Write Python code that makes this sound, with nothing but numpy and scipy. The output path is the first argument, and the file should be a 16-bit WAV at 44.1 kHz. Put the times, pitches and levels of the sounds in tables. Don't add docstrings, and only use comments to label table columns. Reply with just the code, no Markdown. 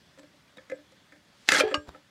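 import sys
import numpy as np
from scipy import signal
from scipy.fft import rfft, irfft, next_fast_len
from scipy.io import wavfile
from scipy.ndimage import uniform_filter1d, map_coordinates

SR = 44100
rng = np.random.default_rng(int(sys.argv[2]) if len(sys.argv) > 2 else 0)


def store_wav(level_fs):
    pcm = np.round(np.clip(np.atleast_2d(level_fs), -1, 1) * 32767)
    wavfile.write(sys.argv[1], SR, pcm.T.astype(np.int16))


def boost(x):
    u = np.asarray(x, float) / 20
    return 10 ** u


N = 92962

# frequency in Hz, density in dB per Hz.
AIR_TONE = [(12, -46.5), (30, -16.5), (70, -4), (194, -2), (547, -14), (595, -12), (4610, -16.5),
            (16300, -38)]
# frequency in Hz, width in Hz, level in dB.
AIR_HUMPS = [(567, 31, -4), (1750, 960, -13), (3395, 460, -13.5)]
# time in seconds, level in dB.
AIR_SWELL = [(0.0, -63.5), (1.77, -63.5), (2.11, -65)]

# start in seconds, then base, cradle, blade and tick levels in dB.
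KNOCKS = [(0.175, -57, -49, -60, -58), (.186, -52, -49.5, -72, -49.5), (.193, -63, -49.5, -58, -47),
          (0.231, -51.5, -51.5, -52.5, -56), (.335, -58.5, -71, -66, -74), (.570, -51.5, -50, -70, -47.5),
          (.582, -57, -43, -43, -64), (.698, -44, -42.5, -39, -43.5), (0.716, -84, -71, -39.5, -49.5),
          (.720, -40.5, -24.5, -63, -53), (.785, -51.5, -57, -58.5, -74), (0.92, -72, -52, -62, -54),
          (1.122, -54, -56.5, -47.5, -53.5), (1.159, -61, -64, -65, -56), (1.521, -30, -24.5, -19.5, -23),
          (1.606, -36.5, -14, -28.5, -27), (1.712, -36.5, -33, -34, -52), (1.723, -62.5, -26, -40, -52),
          (1.946, -51, -47, -52, -70)]
# frequency in Hz, level in dB, 60 dB decay time in seconds.
BASE_MODES = [(297, 0, .21), (597, -3, .17)]
# frequency in Hz, level in dB, 60 dB decay time in seconds.
CRADLE_MODES = [(528, 0, .17), (500, -16, .05)]
# frequency in Hz, level in dB, 60 dB decay time in seconds.
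BLADE_MODES = [(1285, -7, .07), (1604, -12, .15), (1730, -6, .13), (1790, -1, .04), (2050, 0, .035),
               (2200, -4, .03), (2400, -8, .03), (3400, -16, .04)]
# frequency in Hz, density in dB per Hz.
TICK_TONE = [(200, -10), (2000, -4), (3000, -10), (3750, -8), (4600, -11), (7500, -13), (16000, -36)]
# time in seconds, loss in dB.
MUTES = [(.252, 8), (.743, 8), (1.616, 12)]
# frequency in Hz, level in dB, 60 dB decay time in seconds.
PIN_MODES = [(7440, 0, .12), (8330, -3, .12)]
# start in seconds, level in dB.
PIN_HITS = [(1.677, -60), (1.7, -57), (1.709, -63)]
# frequency in Hz, level in dB, 60 dB decay time in seconds.
WASHER_MODES = [(7700, 0, .06)]
# start in seconds, level in dB.
WASHER_HITS = [(.182, -59), (.195, -57), (.742, -62), (.754, -59.5), (1.622, -56.5)]

# start in seconds, frequency in Hz, level in dB, 60 dB decay time in seconds.
THUDS = [(.571, 202, -46.5, 0.06), (0.722, 127, -47, 0.045), (.571, 3740, -40, .025), (.7, 6950, -49, .02),
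         (1.49, 246, -30, 0.037), (1.521, 208.7, -29, 0.028), (1.89, 3770, -35.5, 0.014),
         (0.479, 2390, -50, 0.028), (1.523, 120, -36, 0.08), (1.643, 93, -40, 0.08),
         (1.776, 88, -29.5, 0.052), (1.883, 60, -32, 0.061), (1.947, 1310, -36.5, 0.041),
         (1.958, 813, -46, 0.05)]
# time in seconds, level in dB.
SCUFFS = [(1.86, -67), (1.875, -51.5), (1.891, -42.5), (1.90, -62), (1.955, -54.5), (2.0, -69.5)]
# frequency in Hz, density in dB per Hz.
SCUFF_TONE = [(88, -42), (150, 0.5), (1260, -8.5), (2400, -17.5), (3840, -18.5), (16000, -41)]

# time in seconds, level in dB.
STRAIN = [
    (1.33, -72.5),
    (1.44, -62.5),
    (1.474, -57),
    (1.488, -39.5),
]
# start in seconds, level in dB, 60 dB decay time in seconds,
# pitch of the splitting strip in Hz, level of crack over strip in dB.
SNAPS = [(1.476, -42.5, 0.0084, 1920, 4.5), (1.4815, -32, 0.0098, 5070, 2.5),
         (1.4883, -14.5, 0.0092, 1780, 4.5), (1.489, -11, 0.011, 2080, -1),
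         (1.4917, -8.5, 0.0087, 1750, -16), (1.4887, -11.5, 0.017, 2630, -9),
         (1.4889, -19.5, 0.019, 3540, -2.5), (1.489, -21, 0.022, 4930, -4.5),
         (1.5195, -25, .012, 4570, -10.5), (1.4955, -20.5, 0.024, 2107, -7.5),
         (1.5028, -25, 0.022, 4840, 1.5), (1.509, -29, 0.0087, 1730, -2), (1.514, -26, .015, 2050, -6.5),
         (1.5175, -16.5, 0.012, 2557, -3.5), (1.5197, -14, .011, 1716, 4), (1.5208, -17, 0.0089, 1276, 3.5),
         (1.5245, -20.5, 0.022, 1243, -4), (1.531, -25, 0.017, 2050, 4.5), (1.537, -17, .012, 1507, -6),
         (1.5457, -12.5, 0.019, 1623, -9), (1.549, -15.5, 0.019, 2073, -4.5),
         (1.555, -23, 0.059, 3340, -5.5), (1.5565, -18, .015, 1430, -5.5), (1.5635, -15, 0.01, 2080, -4),
         (1.571, -10, 0.012, 1730, -9.5), (1.578, -19, 0.014, 2200, -5.5), (1.586, -21, 0.014, 1383, -7),
         (1.6005, -11, 0.024, 1362, -5)]
# time in seconds, level in dB.
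TEARING = [(1.49, -23.5), (1.5, -30), (1.512, -30), (1.522, -27), (1.54, -22.5), (1.57, -27),
           (1.595, -21.5), (1.612, -26.5), (1.64, -64)]
# frequency in Hz, density in dB per Hz.
FIBRE_TONE = [(59, -66.5), (100, -24), (289, -10.5), (600, -8.5), (1030, -17), (1720, -0.5), (2470, -8.5),
              (4670, -8.5), (10000, -21), (16000, -41.5)]
# frequency in Hz, width in Hz, level in dB.
CANE_RESONANCES = [(458, 100, -16), (843, 180, -4), (1310, 150, 4.5), (1700, 42.3, -6.5), (1610, 52, -2.5),
                   (2110, 58, 3), (2700, 210, -2.5), (3340, 18, -9.5), (4570, 32, -23.5),
                   (5600, 34.5, -21.5), (6120, 81, -8), (7060, 490, -11.5)]

# frequency in Hz, level in dB, 60 dB decay time in seconds.
JAW_MODES = [(605, -10, .14), (820, -12, 0.05), (1330, -10, .05), (1650, -14, 0.12), (2398, 3, .03),
             (3156, -2, 0.028), (3280, -21, .12)]
# frequency in Hz, level in dB, 60 dB decay time in seconds.
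LEVER_MODES = [(382, -12, .3), (431, -5.5, .42), (408, 1, .045), (760, -19, .25), (818, -21, .22),
               (867, -24, .2)]
# time in seconds, level in dB.
RATTLE = [(1.62, -33.5), (1.65, -38.5), (1.70, -41.5), (1.735, -48), (1.76, -65), (1.80, -79)]
# frequency in Hz, density in dB per Hz.
RATTLE_TONE = [(350, -37.5), (600, -5.5), (1510, -14), (1680, -10.5), (3200, -17.5), (14000, -51.5)]
# frequency in Hz, width in Hz, level in dB.
RATTLE_RESONANCES = [(778, 64, 0), (1320, 70, 1), (1680, 100, 3), (2160, 80, -10), (2750, 90, -12),
                     (3300, 160, -4), (4160, 120, -16), (4600, 110, -13), (5850, 140, -20)]
# frequency in Hz, level in dB, 60 dB decay time in seconds.
STOP_MODES = [(296, -10, .28), (592, -6, .19), (883, -15, .14), (1170, 5, .05), (1227, 0, .12),
              (1610, -3, .15), (2649, -3, .04), (2870, 11, .022), (4570, -1, .045), (5518, -22, .15),
              (6767, -23, .11), (7434, -38, .7), (8323, -33, .18), (9351, -33, .15)]
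# frequency in Hz, density in dB per Hz.
STOP_TONE = [(250, -11), (700, -5.5), (1200, 5), (3000, -6), (5000, -10), (9000, -19.5), (16000, -65)]


def along(points, hz):
    f, v = np.transpose(points)
    return np.interp(np.log(hz + 1), np.log(f + 1), v)


def unit(x):
    return x / np.sqrt(np.mean(x ** 2) + 1e-20)


def level(rows):
    s, db = np.transpose(rows)
    return boost(np.interp(np.arange(N) / SR, s, db, left=-150, right=-150))


def toned(tone):
    return lambda f: boost(along(tone, f))


def peaked(tone, peaks, share_db):
    def gain(f):
        peak_power = 0
        for centre, width, db in peaks:
            peak_power = peak_power + boost(2 * (db + share_db)) / (1 + (2 * (f - centre) / width) ** 2) ** 2
        return np.sqrt(boost(2 * along(tone, f)) + peak_power)
    return gain


def coloured(x, gain):
    m = 2 * next_fast_len(N // 2 + 4096)
    g = gain(np.fft.rfftfreq(m, 1 / SR))
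    cepstrum = irfft(np.log(g / np.sqrt(np.mean(g ** 2)) + 1e-6), m)
    cepstrum[1:m // 2] *= 2
    cepstrum[m // 2 + 1:] = 0
    return irfft(rfft(x, m) * np.exp(rfft(cepstrum)), m)[:N]


def patchy(x, depth_db, size, bins, frames):
    z = signal.stft(x, nperseg=size)[2]
    field = uniform_filter1d(rng.standard_normal(z.shape), bins, 0)
    field = uniform_filter1d(field, frames, 1)
    return signal.istft(z * boost(depth_db * unit(field)), nperseg=size)[1][:N]


def add(track, s, sound):
    part = track[round(s * SR):][:len(sound)]
    part += sound[:len(part)]


def flutter(t, depth_db):
    per_s = 50
    shake = map_coordinates(rng.standard_normal(per_s), [t * per_s])
    return depth_db * np.minimum(t / .03, 1) * shake


def ring(modes, db, rise_s=.0005, scatter_db=.5, flutter_db=2):
    t = np.arange(SR // 2) / SR
    hit = np.zeros(len(t))
    for hz, mode_db, t60 in modes:
        strike_db = db + mode_db + scatter_db * rng.normal()
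        hit += boost(strike_db + flutter(t, flutter_db) - 60 * t / t60) * np.sin(2 * np.pi * hz * t)
    return hit * (1 - np.exp(-t / rise_s))


def burst(db, t60, rise_s=.0001):
    t = np.arange(SR // 10) / SR
    return boost(db - 60 * t / t60) * (1 - np.exp(-t / rise_s)) * rng.standard_normal(len(t))


def grit(per_s, spread_db):
    breaks = (rng.random(N) < per_s / SR) * rng.standard_normal(N)
    sizes = boost(spread_db * rng.exponential(size=N))
    return unit(breaks * sizes + 0.25 * rng.standard_normal(N))


def air():
    noise = patchy(rng.standard_normal(N), 1.3, 512, 6, 10)
    return boost(2.5) * level(AIR_SWELL) * unit(coloured(noise, peaked(AIR_TONE, AIR_HUMPS, 0)))


def cradle_muting(s):
    t = np.arange(SR // 2) / SR
    loss_db = np.zeros(len(t))
    for at, db in MUTES:
        if 0 < at - s < .05:
            loss_db += db * np.clip((s + t - at) / .003, 0, 1)
    return boost(-loss_db)


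def frame():
    out, ticks = np.zeros(N), np.zeros(N)
    for s, base_db, cradle_db, blade_db, tick_db in KNOCKS:
        add(out, s, ring(BASE_MODES, base_db, 0.0028))
        add(out, s, cradle_muting(s) * ring(CRADLE_MODES, cradle_db, 0.0022))
        add(out, s, ring(BLADE_MODES, blade_db, 0.00098, scatter_db=3.5))
        add(ticks, s, burst(tick_db, .03, 0.00093))
    for s, db in PIN_HITS:
        add(out, s, ring(PIN_MODES, db, 0.004))
    for s, db in WASHER_HITS:
        add(out, s, ring(WASHER_MODES, db, 0.0021))
    return out + coloured(ticks, toned(TICK_TONE))


def pieces():
    out = np.zeros(N)
    scuff = level(SCUFFS) * grit(5000, 3.3)
    for s, hz, db, t60 in THUDS:
        add(out, s, ring([(hz, 0, t60)], db, 0.0021))
    add(scuff, 1.8915, burst(-37, 0.0044))
    return out + coloured(scuff, toned(SCUFF_TONE))


def cut():
    breaks_per_s, spread_db = 9900, 0
    strip_db, strip_rings_longer = -1, 1.67
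    tearing = unit(patchy(grit(breaks_per_s, spread_db), 3.5, 128, 3, 5))
    drive = boost(-1.1) * level(TEARING) * tearing
    creak = coloured(grit(breaks_per_s, spread_db), lambda f: f / (2000 + f) / (1 + (f / 6000) ** 4))
    strips = level(STRAIN) * creak
    for s, db, t60, hz, crack_db in SNAPS:
        add(drive, s, burst(db + crack_db, t60))
        add(strips, s, ring([(hz, strip_db, strip_rings_longer * t60)], db))
    drive[round(1.4891 * SR)] += boost(4.5)
    return strips + coloured(drive, peaked(FIBRE_TONE, CANE_RESONANCES, -2))


def lever():
    lever_s, stop_s = 1.6352, 1.7422
    out, crack = np.zeros(N), np.zeros(N)
    add(out, 1.6065, ring(JAW_MODES, -13, 0.00057))
    since_stop = lever_s - stop_s + np.arange(SR // 2) / SR
    held = boost(-6 * np.clip(since_stop / .02, 0, 1))
    add(out, lever_s, held * ring(LEVER_MODES, -16, .003, flutter_db=.6))
    add(out, stop_s, ring(STOP_MODES, -24.5))
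    add(crack, stop_s, burst(-21, .045))
    rattle = level(RATTLE) * grit(2700, 2.4)
    rattle = coloured(rattle, peaked(RATTLE_TONE, RATTLE_RESONANCES, -3))
    return out + rattle + coloured(crack, toned(STOP_TONE))


def yard(tool):
    puff = np.pad(burst(0, .12), (300, N))[:N]
    tail = coloured(puff, lambda f: 1 / (1 + (f / 3000) ** 2))[:SR // 8]
    return boost(-21) * signal.fftconvolve(tool, tail / np.linalg.norm(tail))[:N]


def scene():
    tool = frame() + cut() + lever() + pieces()
    return (tool + yard(tool) + air())[None]


def band_limit(x):
    return signal.sosfilt(signal.butter(12, 16430, fs=SR, output="sos"), x)


def record(dry):
    ceiling, knee = .92, 5
    low_hz, top_hz = 60, 15900
    rounded = dry / (1 + np.abs(dry / ceiling) ** knee) ** (1 / knee)
    f = np.fft.rfftfreq(N, 1 / SR)
    mic = 1j * f / (low_hz + 1j * f) / (1 + (f / top_hz) ** 200)
    mix = irfft(rfft(rounded) * mic, N)
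    return band_limit(mix)


dry = scene()
out = record(dry)
store_wav(out)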